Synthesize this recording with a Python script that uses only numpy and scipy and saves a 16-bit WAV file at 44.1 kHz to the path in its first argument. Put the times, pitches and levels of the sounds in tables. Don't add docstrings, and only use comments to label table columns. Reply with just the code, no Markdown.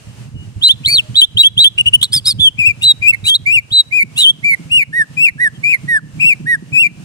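import sys
import numpy as np
from scipy import signal
from scipy.fft import rfft, irfft
from scipy.io import wavfile
from scipy.ndimage import uniform_filter1d

SR = 44100
rng = np.random.default_rng(int(sys.argv[2]) if len(sys.argv) > 2 else 0)


def wrap_up_sound(samples):
    columns = np.atleast_2d(samples).T
    tamed = np.clip(columns, -1, 1)
    steps = np.round(tamed * 32767).astype(np.int16)
    wavfile.write(sys.argv[1], SR, steps)


def voltage_ratio(level):
    return 10 ** (np.asarray(level, float) / 20)


N = 310464
T = np.arange(N) / SR
HZ = np.fft.rfftfreq(N, 1 / SR)


def colour(x, points):
    hz, db = np.transpose(points)
    curve_db = np.interp(np.log(HZ + 1), np.log(hz), db)
    return irfft(rfft(x) * voltage_ratio(curve_db), N)


def unit(x):
    return x / np.sqrt(np.mean(x ** 2))


def wobble(lo_hz, hi_hz):
    band = signal.butter(2, [lo_hz, hi_hz], "band", fs=SR, output="sos")
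    return unit(signal.sosfilt(band, rng.standard_normal(N)))


def ports(x):
    # f/Hz, left leads by phase/rad, left minus right level/dB
    port_gap = [(0, 1.1, -7), (300, 1.0, -1.3), (1600, 2.05, 1.1), (1930, 1.62, -3), (2150, 4.5, -10.5),
                (2400, 1.56, 10), (2750, 4.15, 0), (3050, 2.9, 6.2), (3450, 3.88, -6.6), (3850, 5.1, -0.2),
                (5300, 5.6, 1.5), (6770, 7.8, 8), (8380, 7.94, -12.5), (15700, 24, 11)]
    hz, lead_rad, pan_db = np.transpose(port_gap)
    left = voltage_ratio(np.interp(HZ, hz, pan_db) / 2) * np.exp(0.5j * np.interp(HZ, hz, lead_rad))
    even = np.sqrt(2 / (abs(left) ** 2 + abs(left) ** -2))
    return irfft(rfft(x) * even * np.array([left, 1 / left]), N)


def bird(duet_db=16, breath_db=-30, waver=0.049):
    # t/s, f/Hz, level/dB, flutter/0-1
    chirps = [
        [(0.612, 2836, -35.5, 0), (0.631, 3550, -9.5, 0.3), (0.647, 3930, -4, 0), (0.684, 4100, -6, 0.29),
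         (0.699, 3560, -55, 0)],
        [(0.678, 3690, -50.5, 0.4), (0.687, 2883, -11, 0.24), (0.712, 3540, -1.5, 0), (0.725, 3600, -18, 0.48),
         (0.744, 3370, -39, 0.1)],
        [(0.835, 2317, -41, 0.1), (0.862, 3854, -6.5, 0.36), (0.886, 4430, -17.5, 0.07),
         (0.943, 4560, -7.5, 0.12), (0.98, 3600, -8.5, 0.25), (0.999, 2710, -6.5, 0.28),
         (1.014, 2570, -39, 0.1)],
        [(0.862, 2250, -66, 0.2), (0.872, 2150, -40, 0.4), (0.885, 2256, -9.5, 0), (0.913, 2500, -24.5, 0.1),
         (0.947, 2400, -30, 0.3)],
        [(1.145, 3030, -34.5, 0.2), (1.162, 3630, -9.5, 0.5), (1.176, 3910, -5.5, 0), (1.199, 3964, -2, 0.07),
         (1.225, 3820, -30, 0)],
        [(1.205, 3610, -50.5, 0.1), (1.212, 3690, -14.5, 0.35), (1.219, 2980, -1, 0.39),
         (1.248, 3550, -8, 0.05), (1.264, 3540, -58.5, 0.3)],
        [(1.362, 2680, -57.5, 0.3), (1.374, 3154, -6.5, 0.4), (1.383, 3706, -10, 0.2), (1.415, 3916, 1.5, 0.03),
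         (1.439, 3866, -35, 0.16)],
        [(1.425, 3530, -34, 0), (1.435, 2860, -8, 0.27), (1.446, 3230, -6, 0.17), (1.472, 3414, -1, 0),
         (1.489, 3210, -32, 0.34)],
        [(1.566, 2700, -41, 0.4), (1.58, 3326, -7.5, 0.23), (1.608, 3890, -4, 0.07), (1.639, 3970, -6.5, 0.15),
         (1.649, 3850, -52.5, 0.4)],
        [(1.632, 3580, -65, 0.34), (1.639, 3190, -17.5, 0.66), (1.646, 3150, 1, 0.33), (1.68, 3540, -7, 0),
         (1.695, 3333, -46.5, 0.2)],
        [(1.772, 2720, -53.5, 0), (1.783, 2824, -9.5, 0.7), (1.806, 2950, -8.5, 0.07), (1.814, 2800, -6, 0.26),
         (1.824, 2720, -46, 0.4)],
        [(1.85, 2540, -51.5, 0.18), (1.861, 2850, -12, 0.5), (1.874, 2920, -5, 0.16), (1.887, 2950, -6.5, 0.2),
         (1.899, 2760, -38, 0.19)],
        [(1.926, 2569, -39.5, 0.12), (1.936, 2926, -4, 0.37), (1.95, 2982, 11, 0.01), (1.962, 2995, -15, 0.26),
         (1.972, 2880, -51.5, 0.21)],
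        [(2.008, 2844, -50.5, 0.13), (2.017, 3316, -12, 0.42), (2.023, 2753, -41, 0.3), (2.03, 3450, -2, 0.1),
         (2.065, 3390, -45.5, 0.35)],
        [(2.012, 3564, -30.5, 0), (2.029, 3754, -12.5, 0.51), (2.043, 4140, -11.5, 0.5),
         (2.057, 3680, -22.5, 0.5), (2.068, 3960, -39.5, 0.18)],
        [(2.115, 4130, -44.5, 0.2), (2.133, 5024, -12, 0.24), (2.148, 5230, -11.5, 0.09),
         (2.183, 4640, -12.5, 0.13), (2.199, 4350, -47, 0.2)],
        [(2.118, 3524, -48, 0.3), (2.125, 3908, -28.5, 0.5), (2.131, 3270, -12.5, 0), (2.158, 3604, -17.5, 0.5),
         (2.2, 3280, -30, 0.3)],
        [(2.243, 3787, -42, 0), (2.258, 4520, -16.5, 0.2), (2.272, 5185, -9, 0.18), (2.299, 5030, -13.5, 0.23),
         (2.312, 4620, -11, 0.2), (2.331, 4000, -31.5, 0.07)],
        [(2.246, 3183, -58.5, 0), (2.257, 3910, -21, 0.3), (2.262, 3386, -20, 0.2), (2.282, 3940, -9, 0),
         (2.33, 3310, -31, 0.2)],
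        [(2.385, 3060, -42, 0.2), (2.398, 3390, -16, 0.24), (2.405, 3490, -11, 0.33), (2.436, 3448, -6, 0),
         (2.484, 3073, -3.5, 0.06), (2.5, 2820, -49, 0.15)],
        [(2.575, 2260, -42.5, 0.2), (2.594, 2638, -9.5, 0.17), (2.646, 2344, -11.5, 0), (2.671, 2702, -3, 0),
         (2.692, 2487, -11, 0.3), (2.711, 2360, -10, 0), (2.737, 2238, -61, 0.12)],
        [(2.81, 2340, -42.5, 0.1), (2.82, 2790, -21, 0.5), (2.832, 2755, -23.5, 0.24),
         (2.848, 2910, -22.5, 0.26), (2.859, 2960, -60.5, 0.2)],
        [(2.815, 3540, -41.5, 0.03), (2.834, 3760, -10, 0), (2.846, 4000, -8, 0.18), (2.884, 3924, -4.5, 0),
         (2.919, 3790, -3.5, 0.11), (2.931, 3690, -53.5, 0)],
        [(3.01, 2152, -46.5, 0.09), (3.027, 2443, -13.5, 0.2), (3.063, 2378, -9.5, 0.03),
         (3.088, 2666, -1, 0.19), (3.111, 2646, -7, 0), (3.125, 2370, -56, 0.2)],
        [(3.125, 2150, -36.5, 0.4), (3.13, 2190, -19, 0.45), (3.137, 2220, -14, 0.28),
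         (3.148, 2136, -12.5, 0.27), (3.16, 2100, -45, 0.05)],
        [(3.245, 2258, -30, 0.2), (3.295, 3260, -7, 0.1), (3.337, 3270, -10, 0.08), (3.359, 4050, -6, 0.33),
         (3.368, 3700, -16.5, 0), (3.377, 3880, -52.5, 0.1)],
        [(3.24, 3800, -31, 0.19), (3.28, 3966, -6, 0.26), (3.291, 3850, -20, 0), (3.301, 3730, -10, 0.17),
         (3.314, 3510, -58.5, 0.27)],
    ]
    # t/s, f/Hz, level/dB, flutter/0-1
    whistles = [
        [(3.452, 2015, -51, 0.04), (3.464, 2249, -12.5, 0.07), (3.472, 2342, -8.5, 0.11),
         (3.5, 2385, -10.5, 0.15), (3.552, 2860, -7.5, 0.04), (3.588, 2302, -7, 0.07), (3.615, 2153, -55, 0.11)],
        [(3.705, 2860, -38.5, 0.05), (3.723, 3760, -17, 0.18), (3.731, 3900, -12, 0.15), (3.75, 3993, -8, 0.03),
         (3.807, 3882, -3, 0.12), (3.825, 3740, -39, 0.11)],
        [(3.908, 2040, -42, 0.04), (3.928, 2402, -12.5, 0.03), (3.974, 2517, -8.5, 0.04),
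         (4.021, 2172, -9.5, 0.13), (4.031, 2310, -6, 0.18), (4.041, 2260, -50.5, 0.16)],
        [(4.155, 2470, -50, 0.14), (4.179, 2776, -13, 0.07), (4.22, 3130, -19, 0.17),
         (4.235, 3083, -23.5, 0.57), (4.241, 3275, -47, 0.4)],
        [(4.16, 3116, -32.5, 0.04), (4.187, 4050, -11.5, 0.07), (4.203, 3950, -8.5, 0.14),
         (4.235, 3550, -8, 0.43), (4.259, 2990, -4.5, 0.15), (4.306, 3357, -5, 0.16),
         (4.325, 3144, -50.5, 0.02)],
        [(4.428, 1966, -40.5, 0.06), (4.447, 2331, -9.5, 0.03), (4.48, 2376, -9.5, 0.01),
         (4.541, 2124, -9, 0.17), (4.547, 2010, -12, 0.14), (4.557, 1930, -50, 0.05)],
        [(4.695, 2360, -45.5, 0.08), (4.721, 2831, -9.5, 0.08), (4.768, 2892, -5.5, 0.08),
         (4.815, 2288, -11, 0.12), (4.829, 2214, -10.5, 0.37), (4.841, 2240, -35.5, 0.17)],
        [(4.92, 1568, -56.5, 0.08), (4.933, 1770, -22.5, 0.06), (4.942, 1830, -18, 0.02),
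         (4.974, 1943, -12, 0.01), (5.019, 1760, -7, 0.03), (5.044, 1580, -38, 0.11)],
        [(5.163, 2290, -58, 0.07), (5.172, 2440, -24.5, 0.08), (5.177, 2450, -14, 0.04),
         (5.248, 2750, -4.5, 0.02), (5.292, 2200, -12, 0.41), (5.307, 1950, -46, 0.07)],
        [(5.38, 1620, -41, 0.07), (5.406, 1887, -13.5, 0.15), (5.423, 1980, -9.5, 0.08),
         (5.437, 1948, -8.5, 0.02), (5.477, 1710, -10.5, 0.08), (5.498, 1526, -54.5, 0.05)],
        [(5.628, 2014, -51.5, 0.04), (5.64, 2316, -11, 0.05), (5.658, 2376, -10, 0.02),
         (5.718, 2569, -10.5, 0.2), (5.748, 2140, -7, 0.22), (5.772, 1890, -40.5, 0.02)],
        [(5.872, 1745, -54.5, 0.05), (5.888, 1941, -14.5, 0.03), (5.924, 1870, -10.5, 0.01),
         (5.97, 1724, -8.5, 0.03), (5.98, 1640, -17.5, 0.09), (5.995, 1420, -35, 0.13)],
        [(6.188, 2277, -52, 0.04), (6.202, 2380, -15.5, 0.16), (6.209, 2658, -13, 0.16),
         (6.235, 2539, -7.5, 0.22), (6.287, 2750, -6, 0.02), (6.332, 2269, -9, 0.18), (6.348, 2100, -50, 0.15)],
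        [(6.456, 1560, -42, 0.19), (6.472, 1870, -17, 0.05), (6.499, 1953, -10.5, 0.01), (6.54, 1840, -9, 0.08),
         (6.555, 1674, -15.5, 0.1), (6.569, 1512, -50, 0.11)],
        [(6.72, 2250, -40, 0.07), (6.734, 2560, -16.5, 0.05), (6.773, 2512, -5.5, 0.02),
         (6.816, 2808, -7, 0.04), (6.85, 2333, -8.5, 0.08), (6.87, 2400, -10.5, 0.21), (6.885, 2058, -42, 0.15)],
    ]
    overtones_db = [-25.5, -26.5, -51.5, -27.5, -31, -47.5]
    # f/Hz, level/dB
    beak = [(900, -25), (2000, -10.5), (4500, -6.5), (6300, -13), (8500, 6), (11000, -2.5), (15500, -13)]

    voices, reach, loudest = np.zeros(N), np.zeros(N), np.zeros(N)
    beat, shake = wobble(63.0, 190.0), wobble(70.0, 250.0)
    for stroke in chirps + whistles:
        s, *columns = np.transpose(stroke)
        at = slice(int(s[0] * SR), int(s[-1] * SR))
        hz, db, flutter = (uniform_filter1d(np.interp(T[at], s, c), size=150) for c in columns)
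        size = np.sqrt(2) * voltage_ratio(db) * abs(1 + 1.28 * flutter * beat[at])
        pitch_hz = hz * (1 + waver * flutter * shake[at])
        voices[at] += size * np.sin(2 * np.pi * np.cumsum(pitch_hz) / SR)
        reach[at] += size
        loudest[at] = np.maximum(loudest[at], size)

    duet = 2 * (1 - loudest / (reach + 1e-9))
    multiples = np.r_[0, 0, voltage_ratio(np.array(overtones_db))]
    bent = np.polynomial.chebyshev.chebval(voices / (reach + 1e-9), multiples)
    breath = voltage_ratio(breath_db) * rng.standard_normal(N)
    throat = reach * voltage_ratio(duet_db * np.sqrt(duet)) * (bent + breath)
    return voices + colour(throat, beak), reach


def yard(x, t60_s=0.45, wet_db=-30):
    t = T[:SR // 2]
    tails = rng.standard_normal((2, len(t))) * voltage_ratio(-60 * t / t60_s) * np.clip(t / 0.016, 0, 1)
    tails = tails / np.sqrt(np.sum(tails ** 2) / 2)
    return voltage_ratio(wet_db) * signal.fftconvolve(x[None], tails, axes=1)[:, :N]


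def engine(scatter_db=5.0, ring_s=0.011):
    # t/s, firings per s, exhaust f/Hz, level/dB
    putter = [(0, 15.2, 116.1, -42), (1.2, 18.7, 115.2, -44), (2.4, 21, 115.2, -37.5),
              (3.599, 24, 110.2, -48), (4.599, 20, 149.7, -47.5), (5.8, 23.96, 140.8, -39.5),
              (7.04, 19.5, 160.6, -39)]
    # t/s, peak level/dB
    thumps = [(0.086, -43.5), (0.213, -42), (0.277, -46), (0.342, -30.5), (0.406, -42), (0.47, -32),
              (0.558, -26.5), (0.731, -42), (0.802, -31.5), (0.856, -23.5), (0.917, -28), (0.979, -29.5),
              (1.088, -23.5), (1.346, -23.5), (1.461, -41), (1.566, -25.5), (1.746, -41), (1.801, -29.5),
              (1.857, -26), (1.958, -27), (2.003, -33), (2.146, -24), (2.271, -34.5), (2.362, -32.5),
              (2.584, -25.5), (2.674, -20.5), (2.845, -30.5), (2.998, -32), (3.117, -38.5), (3.225, -26.5),
              (3.415, -37.5), (3.561, -29), (3.71, -29), (3.858, -43), (4.032, -29.5), (4.148, -35.5),
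              (4.29, -36), (4.421, -35.5), (4.593, -34.5), (4.593, -39.5), (4.652, -35), (4.709, -35),
              (4.766, -29), (4.878, -37), (4.989, -30), (5.096, -35.5), (5.152, -41), (5.199, -32),
              (5.812, -46), (5.854, -44), (6.208, -44), (6.419, -36)]

    s, rate, exhaust_hz, db = np.transpose(putter)
    turns = np.cumsum(np.interp(T, s, rate) * (1 + 0.15 * wobble(3.0, 4.9))) / SR
    fired = np.flatnonzero(np.diff(np.floor(turns)))
    puffs = np.zeros(N)
    scatter = scatter_db * rng.standard_normal(len(fired))
    puffs[fired] = voltage_ratio(np.interp(T[fired], s, db) + 9.5 + scatter)
    for at_s, peak_db in thumps:
        puffs[int(at_s * SR)] += voltage_ratio(peak_db + 5.5)

    t = T[:4000]
    swell = signal.fftconvolve(puffs, t / ring_s * np.exp(1 - t / ring_s))[:N]
    swell += voltage_ratio(np.interp(T, s, db) + 4.5) * abs(wobble(1.6, 28.0))
    pitch_hz = np.interp(T, s, exhaust_hz) * (1 + 0.19 * wobble(4.5, 37.0))
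    phase = 2 * np.pi * np.cumsum(pitch_hz) / SR
    tone = np.sin(phase) + voltage_ratio(-11) * np.sin(1.7 * phase)
    return swell * (tone + voltage_ratio(-25.5) * wobble(140.0, 420.0))


def outdoors(hiss_db=-46):
    # f/Hz, level/dB per Hz
    air = [(150, -39.5), (250, -9.5), (717, -17.5), (809, -18), (2320, -21), (2800, -16), (3390, -23.5),
           (8610, -24.5), (15500, -43.5)]
    # start t/s, end t/s, f/Hz, level/dB
    far_notes = [(.06, 0.156, 3110, -52), (.34, .47, 2910, -40), (1.016, 1.102, 613, -41),
                 (5.538, 5.581, 3160, -39)]

    hiss = np.array([unit(colour(rng.standard_normal(N), air)) for _ in range(2)])
    notes = np.zeros(N)
    for start_s, end_s, hz, db in far_notes:
        rise_fall = np.sin(np.pi * np.clip((T - start_s) / (end_s - start_s), 0, 1))
        notes += voltage_ratio(db) * rise_fall * np.sin(2 * np.pi * hz * T)
    return voltage_ratio(hiss_db + 2.6 * wobble(0.5, 2.9)) * hiss + ports(notes)


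def scene(release_s=0.04, knee_db=-30):
    song, reach = bird()
    hold = np.exp(-1 / (release_s * SR))
    loudness = signal.lfilter([1 - hold], [1, -hold], reach)
    gain = 1 / (1 + loudness / voltage_ratio(knee_db)) ** 0.27
    background = yard(song) + outdoors() + ports(engine())
    return ports(song) + gain * background


def roll_off(x):
    return signal.sosfilt(signal.butter(12, 15630, fs=SR, output="sos"), x)


def record(dry):
    return roll_off(np.clip(dry, -1, 1))


dry = scene()
out = record(dry)
wrap_up_sound(out)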